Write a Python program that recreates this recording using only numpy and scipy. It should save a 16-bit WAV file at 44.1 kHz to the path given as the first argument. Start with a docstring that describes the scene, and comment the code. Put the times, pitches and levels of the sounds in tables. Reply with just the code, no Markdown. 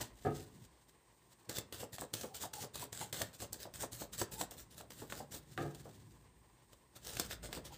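"""In a quiet room, close to a microphone, hands shuffle stiff cards overhand, about five strokes a second.
Packets slide off with a hiss of gritty friction noise, snap at their edges as short bursts, and drop
hollowly into the cupped hand as noise through a resonance. Twice the deck is knocked square on a
cloth-covered table, whose modes ring, the second time with a click made like the snaps.
Behind lie brushing, low rumbles, air noise and thin tones."""
import sys
import numpy as np
from scipy import signal
from scipy.fft import rfft, irfft, next_fast_len
from scipy.io import wavfile
from scipy.ndimage import uniform_filter1d

SR = 44100
rng = np.random.default_rng(int(sys.argv[2]) if len(sys.argv) > 2 else 0)


def wrap_up_sound(samples):
    """Save the sound to the file named by the first command line argument, as 16-bit audio."""
    columns = np.atleast_2d(samples).T
    # keep every value between -1 and 1, then stretch to whole-number steps
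    tamed = np.clip(columns, -1, 1)
    steps = np.round(tamed * 32767).astype(np.int16)
    wavfile.write(sys.argv[1], SR, steps)


def nominal_scale(level):
    """Amplitude ratio for a level in decibels (scalar or array-like)."""
    x = np.asarray(level, float) / 20
    return 10 ** x


N = 342657

# Overhand strokes: the thumb grips a packet, then the deck pulls away from under it
# [grip_s, grip_db, drag_ms after the grip, delay_ms to the pull, pull_db]
STROKES = [(1.493, -46, 54, 72, -43), (1.727, -47.5, 50, 81, -45), (1.935, -44.5, 29, 77, -47),
           (2.136, -48.5, 115, 94, -53.5), (2.35, -46.5, 34, 76.4, -42.5), (2.535, -49.5, 63, 84, -44.5),
           (2.747, -49, 75, 68, -44.5), (2.926, -49.5, 118, 92, -43.5), (3.13, -45, 105, 76, -44.5),
           (3.341, -54.5, 26, 79, -45.5), (3.527, -51.5, 45, 94, -49), (3.749, -48.5, 39, 66.3, -40.5),
           (3.926, -49.5, 56, 86, -45.5), (4.135, -45, 27, 66, -40), (4.325, -46, 42, 81, -43),
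           (4.51, -53, 35, 86, -50.5), (4.714, -55, 34, 74, -53.5), (4.903, -60, 206, 102, -53),
           (5.099, -52, 90, 84, -48.5), (5.323, -47.5, 29, 24, -46.5), (6.963, -51, 16.4, 128, -46.5),
           (7.13, -49.5, 87, 74, -42), (7.25, -50.5, 27, 63, -45), (7.437, -47.5, 46, 119, -46.5),
           (7.655, -47.5, 32, 84, -56)]
# Brightness of the hiss as the hands turn [time_s, tilt_db per 1.06 octaves about 7 kHz]
BRIGHTNESS = [(0, -3), (1.5, -1.5), (2.3, 1), (3.1, -1.5), (4.2, 2), (4.8, -0.5), (5.4, 1.5), (7, -2),
              (7.7, -3)]
# Spectrum of sliding friction [frequency_hz, relative density_db]
SLIDE_COLOUR = [(120, 7.5), (200, -2.5), (564, -2), (1060, -13), (1650, -7), (2120, -11), (2330, -15),
                (2590, -11.5), (3600, -7.5), (5770, -10.5), (8150, -6), (9780, -15.5), (15400, -18)]
# Faint brushing as the deck is turned and squared, one level curve per spell [time_s, level_db]
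HANDLING = [
    [(0.0, -60), (0.016, -41), (0.116, -75.5), (0.256, -58), (0.442, -58), (0.462, -69.5), (0.658, -68),
     (0.686, -93), (0.82, -66.5), (0.866, -92), (0.89, -65), (0.97, -89), (1.296, -75), (1.332, -60),
     (1.35, -84), (1.46, -69)],
    [(5.42, -66.5), (5.566, -66), (5.576, -58), (5.59, -56.5), (5.74, -64.5), (5.75, -64), (5.778, -63.5),
     (6.25, -76.5), (6.274, -89), (6.71, -76), (6.728, -63.5), (6.756, -78), (6.912, -91), (6.964, -64.5),
     (6.996, -69), (7.07, -54)],
]
# Card edges that catch and let go, and at 5.577 s the click of the deck striking the table
# [burst_s, level_db, low-frequency fullness_db before its band shape]
CLICKS = [(1.4952, -37, -5.5), (1.5851, -33, -3), (1.7255, -39, 4), (1.9839, -40.5, 17),
          (2.1385, -32.5, -1), (2.212, -42, -5), (2.5366, -40.5, -2), (2.628, -41, -6), (2.7568, -39, 2),
          (2.929, -40, 3), (3.128, -37, -1), (3.144, -41, 8), (3.2179, -30, 4), (3.403, -47, 6),
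          (3.5304, -38.5, -18), (3.543, -45, -4), (3.7395, -45.5, -2), (4.2156, -32, 2), (4.337, -46, 4),
          (4.4136, -32.5, 4), (4.511, -47.5, -16), (4.9056, -46, 5), (4.92, -49.5, 0), (5.101, -46.5, 13),
          (5.1239, -36, 17), (5.5773, -33.5, 29.5), (5.7486, -46.5, 0), (6.7321, -51, 3), (7.1697, -37, 6),
          (7.198, -28.5, -4.5), (7.3101, -39, 11), (7.33, -44, 6), (7.5293, -37, 8)]
# Packets landing in the hand [landing_s, level_db, hollow_hz of the space between the cards]
DROPS = [(0.006, -48.5, 970), (1.497, -47.5, 248), (1.583, -50, 221), (1.725, -57.5, 353),
         (1.831, -44.5, 540), (2.0198, -42.5, 487), (2.139, -51, 260), (2.24, -40.5, 480),
         (2.438, -43.5, 730), (2.638, -46, 570), (2.829, -50, 416), (3.014, -46.5, 804),
         (3.215, -39.5, 640), (3.423, -45, 550), (3.53, -56, 420), (3.654, -47, 620), (3.835, -38, 644),
         (4.019, -45, 600), (4.217, -34.5, 412), (4.412, -39.5, 670), (4.519, -56.5, 560),
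         (4.808, -54, 640), (5.02, -44.5, 280), (5.125, -50.5, 600), (5.205, -47, 550), (5.342, -52, 358),
         (5.856, -50.5, 370), (7.198, -46.5, 222), (7.311, -72, 258), (7.442, -55.5, 506), (7.49, -54, 160),
         (7.572, -45, 534)]
# Gaps between cards that whistle softly as they slide [peak_s, level_db, half_length_ms, pitch_hz]
HUMS = [(2.335, -58, 46, 780), (2.58, -49.5, 37, 840), (2.831, -44, 6.6, 976), (3.02, -46, 9.2, 900),
        (4.387, -54.5, 59, 860), (5.218, -51.5, 28.6, 790), (7.725, -53.5, 14, 856)]
# The deck edge meets the table, cards settling one after another
# [peak_s, level_db, build_up_ms, settling_ms, softness_hz above which the contact force falls]
KNOCKS = [(.252, -29.5, 2.7, 40, 940), (5.578, -37.5, 1.43, 36, 2500), (5.612, -38.5, 18, 53, 900)]
# Table top, each row the centre of a close cluster of modes [frequency_hz, level_db, t60_s]
TABLE_MODES = [(116, -21, 0.59), (144.4, -5, 0.45), (278, 0.5, 0.067), (345, -4, 0.23), (420, 2.5, 0.074),
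               (534, -1, 0.04), (722, 2.5, 0.054), (1212, -1, 0.051), (1646, -3, 0.081), (1723, -15, 0.065)]
# Arms and wrists stirring the table top, apart from the strokes [time_s, level_db]
STIR_LEVEL = [(0.0, -68), (0.45, -61), (0.62, -52), (0.72, -70), (1.45, -71), (3.6, -66.5), (5.0, -61.5),
              (6.0, -55.5), (6.3, -64.5), (6.9, -70.5), (7.5, -54), (7.77, -61.5)]
# Spectrum of the stirring, before a further cut above 400 Hz [frequency_hz, relative density_db]
STIR_COLOUR = [(50, -40), (105, 1.5), (145, -2.5), (200, -8), (400, -16)]
# A deep rumble that swells and sinks [time_s, level_db]
DEEP_LEVEL = [(.3, -49), (1.2, -69), (2.5, -82), (3.75, -52.5), (5.8, -56), (6.9, -58.5), (7.52, -39),
              (7.77, -54)]
# Spectrum of the room's air noise [frequency_hz, relative density_db]
AIR_COLOUR = [(18, -10), (30, -5), (100, -33), (368, -4), (654, -14), (1050, -8), (1320, -23), (1860, -17),
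              (2410, -22.5), (6510, -29.5), (8230, -26), (9880, -36.5), (15400, -39)]
# Steady thin tones [frequency_hz, rms level_db]
WHINE = [(6821, -95.5), (8527, -82.5)]
# Reverberation time of the room [frequency_hz, t60_s]
ROOM_DECAY = [(100, 0.61), (2000, 0.29), (15000, 0.095)]
# Microphone response [frequency_hz, gain_db]
MICROPHONE = [(25, -52), (60, -7.5), (12000, 2), (15300, 9.5)]


def evened(x):
    """Normalization: scales a signal to unit rms."""
    return x / np.sqrt(np.mean(x ** 2) + 1e-20)


def read(points, hz):
    """Interpolation of a table along a logarithmic frequency axis."""
    f, value = np.transpose(points)
    return np.interp(np.log(hz + 1), np.log(f + 1), value)


def level_at(points, t):
    """Envelope: linear gain at times t from a curve interpolated in decibels."""
    return nominal_scale(np.interp(t, *np.transpose(points)))


def add(mix, start, sound):
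    """Superposition: adds a sound at a sample position, trimmed to the mix."""
    part = mix[max(start, 0):][:len(sound) + min(start, 0)]
    part += sound[max(-start, 0):][:len(part)]


def coloured(x, db_at):
    """Spectral shaping: filters x by the curve db_at(Hz), then evens it."""
    hz = np.fft.rfftfreq(len(x), 1 / SR)
    return evened(irfft(rfft(x) * nominal_scale(db_at(hz)), len(x)))


def swell(rise_ms, fade_ms):
    """Gaussian envelope, flanks falling to 1/e in the given times (at least 1 ms); also its peak sample."""
    lead, tail = (round(2.5 * max(ms, 1) * SR / 1000) for ms in (rise_ms, fade_ms))
    u = np.r_[np.linspace(-2.5, 0, lead), np.linspace(0, 2.5, tail)]
    return lead, np.exp(-u ** 2)


def gritty(rows, grit_db, grain_size, ticks_per_s, tick):
    """Stick-slip friction: noise of strength varying over grain_size samples, with random slip ticks."""
    size = (rows, 2 * N)
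    jumps = uniform_filter1d(rng.standard_normal(size), grain_size, axis=1)
    slips = (rng.random(size) < ticks_per_s / SR) * rng.exponential(1, size)
    slips = signal.lfilter([1], [1, -.96], slips, axis=1)  # each dies in about a millisecond
    strength = nominal_scale(grit_db * evened(jumps)) + tick * slips
    return rng.standard_normal(size) * strength


def brightened(hz, bright_db):
    """Spectral tilt: the slide colour turned about 7 kHz, within limits."""
    octaves = np.clip(np.log2(hz / 7000 + 1e-9), -1.3, 1)
    return read(SLIDE_COLOUR, hz) + bright_db * octaves / 1.06


def slides():
    """Sliding friction: gritty hiss at each grip and pull, unevenly coloured by the packet's flexing."""
    out = np.zeros(N)
    noise = gritty(2, grit_db=2.0, grain_size=60, ticks_per_s=73.0, tick=1.5)
    flex_db = 2.4 * rng.standard_normal((len(STROKES), 2, 40))
    flex_hz = np.geomspace(300, 16000, 40)
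    for k, (grip_s, grip_db, drag_ms, delay_ms, pull_db) in enumerate(STROKES):
        bright_db = np.interp(grip_s, *np.transpose(BRIGHTNESS))
        snapped = min(abs(click[0] - grip_s) for click in CLICKS) < .007
        grip_rise_ms = 2.5 if snapped else 8.3  # a grip that opens with a snap starts faster
        grip = grip_s, grip_db, swell(grip_rise_ms, drag_ms)
        pull = grip_s + delay_ms / 1000, pull_db, swell(.28 * delay_ms, fade_ms=33.2)
        for j, (peak_s, db, (lead, shape)) in enumerate((grip, pull)):
            rub = noise[j, round(grip_s * SR):][:next_fast_len(len(shape))]
            hiss = coloured(rub, lambda hz: brightened(hz, bright_db) + np.interp(hz, flex_hz, flex_db[k, j]))
            add(out, round(peak_s * SR) - lead, nominal_scale(db) * hiss[:len(shape)] * shape)
    return out


def brushing():
    """Light friction: a faint, flickering hiss while the deck is turned and squared."""
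    t, level = np.arange(N) / SR, np.zeros(N)
    for curve in HANDLING:
        level += level_at(curve, t) * (t >= curve[0][0]) * (t < curve[-1][0])
    flicker = evened(uniform_filter1d(rng.standard_normal(N), size=1100))
    level *= nominal_scale(3.2 * flicker)
    rub = gritty(1, grit_db=2.0, grain_size=200, ticks_per_s=22.0, tick=0.55)[0, :N]
    return level * coloured(rub, lambda hz: brightened(hz, bright_db=-1.5))


def clicks():
    """Sudden release or impact: card snaps and a table click as noise of steep onset, exponential decay."""
    out, t = np.zeros(N), np.arange(1024) / SR
    envelope = np.minimum(t / 0.000077, 1) * (np.exp(-t / 0.0045) + 0.27 * np.exp(-t / 0.0016))
    for s, db, full_db in CLICKS:
        def colour(hz):
            fullness = 1 / (1 + (hz / 3200.0) ** 4) * hz ** 2 / (hz ** 2 + 260.0 ** 2)
            return brightened(hz, bright_db=-1) + full_db * fullness
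        crack = coloured(rng.standard_normal(1024), colour) * envelope
        crack /= np.sqrt(np.mean(crack[:88] ** 2))  # level is that of the first 2 ms
        add(out, round((s - .0006) * SR), nominal_scale(db) * crack)
    return out


def puffs(rows, width_hz, thump_share):
    """Cavity resonance: air squeezed between cards rings at the hollow's pitch over a broad low thump."""
    out = np.zeros(N)
    noise = gritty(2, grit_db=0.0, grain_size=150, ticks_per_s=0, tick=0)
    for k, (s, db, rise_ms, fade_ms, hollow_hz) in enumerate(rows):
        def colour(hz):
            ring = 1 / (1 + ((hz - hollow_hz) / width_hz) ** 2) ** 2
            thump = (hz / 90.0) ** 2 / (1 + (hz / 150.0) ** 2) / (1 + (hz / 683.0) ** 6)
            return 10 * np.log10(ring + thump_share * thump)
        lead, shape = swell(rise_ms, fade_ms)
        air = noise[k % 2, round(s * SR):][:next_fast_len(len(shape) + 2000)]
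        puff = coloured(air, colour)[:len(shape)] * shape
        puff /= np.sqrt(np.mean(puff ** 2) / np.mean(shape ** 2))
        add(out, round(s * SR) - lead, nominal_scale(db) * puff)
    return out


def drops():
    """Impact on a cavity: each packet makes a short, wide, higher first contact and a longer landing."""
    hardest_db = max(db for s, db, hz in DROPS)
    # softer landings settle more slowly, by 1.62 ms per dB
    landings = [(s, db, 4., 18.9 + 1.62 * (hardest_db - db), hz) for s, db, hz in DROPS]
    taps = [(s, db + 3.5, 1.494, 4.8, hz * 1.15) for s, db, hz in DROPS]
    return puffs(landings, width_hz=79.0, thump_share=0.13) + puffs(taps, width_hz=400.0, thump_share=0.087)


def hums():
    """Narrow resonance: a sliding gap between cards whistles softly."""
    rows = [(s, db, ms, ms, hz) for s, db, ms, hz in HUMS]
    return puffs(rows, width_hz=45.0, thump_share=0.0014)


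def knocks():
    """Modal excitation: a rattle of contacts rings the table; harder contacts reach higher modes."""
    out, t = np.zeros(N), np.arange(SR // 2) / SR
    ring = np.zeros(len(t))
    for hz, db, t60 in TABLE_MODES:
        detune = 1 + .035 * rng.uniform(-1, 1, (5, 1))  # close neighbours beat and roughen the ring
        ring += nominal_scale(db - 60 * t / t60) * np.sin(2 * np.pi * hz * detune * t).sum(0)
    ring += 1.95 * nominal_scale(-60 * t / 0.2) * rng.standard_normal(len(t))  # dull, unpitched part of the blow
    noise = gritty(len(KNOCKS), grit_db=5.5, grain_size=130, ticks_per_s=0, tick=0)[:, :8192]
    for row, (s, db, rise_ms, fade_ms, soft_hz) in zip(noise, KNOCKS):
        lead, shape = swell(rise_ms, fade_ms)
        force = coloured(row, lambda hz: -10 * np.log10(1 + (hz / soft_hz) ** 4))
        thud = signal.fftconvolve(force[:len(shape)] * shape, ring)
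        thud /= np.std(thud[lead:][:2205])  # level is that of 50 ms from the peak
        add(out, round(s * SR) - lead, nominal_scale(db) * thud)
    return out


def room(x):
    """Reverberation: sparse echoes of random sign, each band decaying at its own rate."""
    taps, at = np.zeros(SR), np.arange(200, SR - 20, 20)
    taps[at + rng.integers(0, 20, len(at))] = rng.choice([-1., 1.], len(at))
    hz, t, z = signal.stft(taps, SR, nperseg=256)
    decay = nominal_scale(-60 * t / read(ROOM_DECAY, hz)[:, None])
    tail = signal.istft(z * decay, SR, nperseg=256)[1]
    return signal.fftconvolve(x, tail / np.linalg.norm(tail))[:N]


def stir(cards):
    """Structure-borne noise: low rumble from the arms, swelling with the short-time rms of the cards."""
    stroke = np.sqrt(abs(uniform_filter1d(cards ** 2, size=1800)))
    level = level_at(STIR_LEVEL, np.arange(N) / SR) + 0.29 * stroke
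    return level * coloured(rng.standard_normal(N), lambda hz: read(STIR_COLOUR, hz) - 40 * (hz > 400))


def deep():
    """Narrow-band noise: a hump at 49 Hz with slopes of 30 dB per octave."""
    rumble = coloured(rng.standard_normal(N), lambda hz: -30. * abs(np.log2(hz / 49.0 + 1e-9)))
    return level_at(DEEP_LEVEL, np.arange(N) / SR) * rumble


def room_tone():
    """Broadband noise: hiss and murmur of air whose level drifts in time-frequency patches."""
    air = coloured(rng.standard_normal(N), lambda hz: read(AIR_COLOUR, hz))
    z = signal.stft(air, nperseg=512)[2]
    patches = uniform_filter1d(rng.standard_normal(z.shape), size=90, axis=0)
    patches = uniform_filter1d(patches, size=5, axis=1)
    drifting = signal.istft(z * nominal_scale(1.5 * evened(patches)), nperseg=512)[1][:N]
    return nominal_scale(-68.5) * drifting


def whine():
    """Pure tones: steady, thin electrical sines of random phase."""
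    t, out = np.arange(N) / SR, np.zeros(N)
    for hz, db in WHINE:
        out += np.sqrt(2) * nominal_scale(db) * np.sin(2 * np.pi * (hz * t + rng.random()))
    return out


def scene():
    """Superposition at one microphone: cards, table and room in both channels alike."""
    cards = slides() + brushing() + clicks()
    landing = drops() + hums()
    table = knocks()
    echo = room(nominal_scale(-11.5) * cards + nominal_scale(-16.5) * landing + nominal_scale(-10.0) * table)
    background = stir(cards + landing) + deep() + room_tone() + whine()
    mono = cards + landing + table + echo + background
    return np.array([mono, mono])


def roll_off(x):
    """The treble ends steeply here."""
    return signal.sosfilt(signal.butter(12, 16800, fs=SR, output="sos"), x)


def record(dry):
    """Linear filtering: the microphone's response, then a low-pass at 15520 Hz."""
    response = nominal_scale(read(MICROPHONE, np.fft.rfftfreq(N, 1 / SR)))
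    heard = irfft(rfft(dry) * response, N)
    low_pass = signal.firwin(1023, 15520, window=("kaiser", 4), fs=SR)
    mix = signal.oaconvolve(heard, low_pass[None], "same")
    return roll_off(mix)


dry = scene()
out = record(dry)
wrap_up_sound(out)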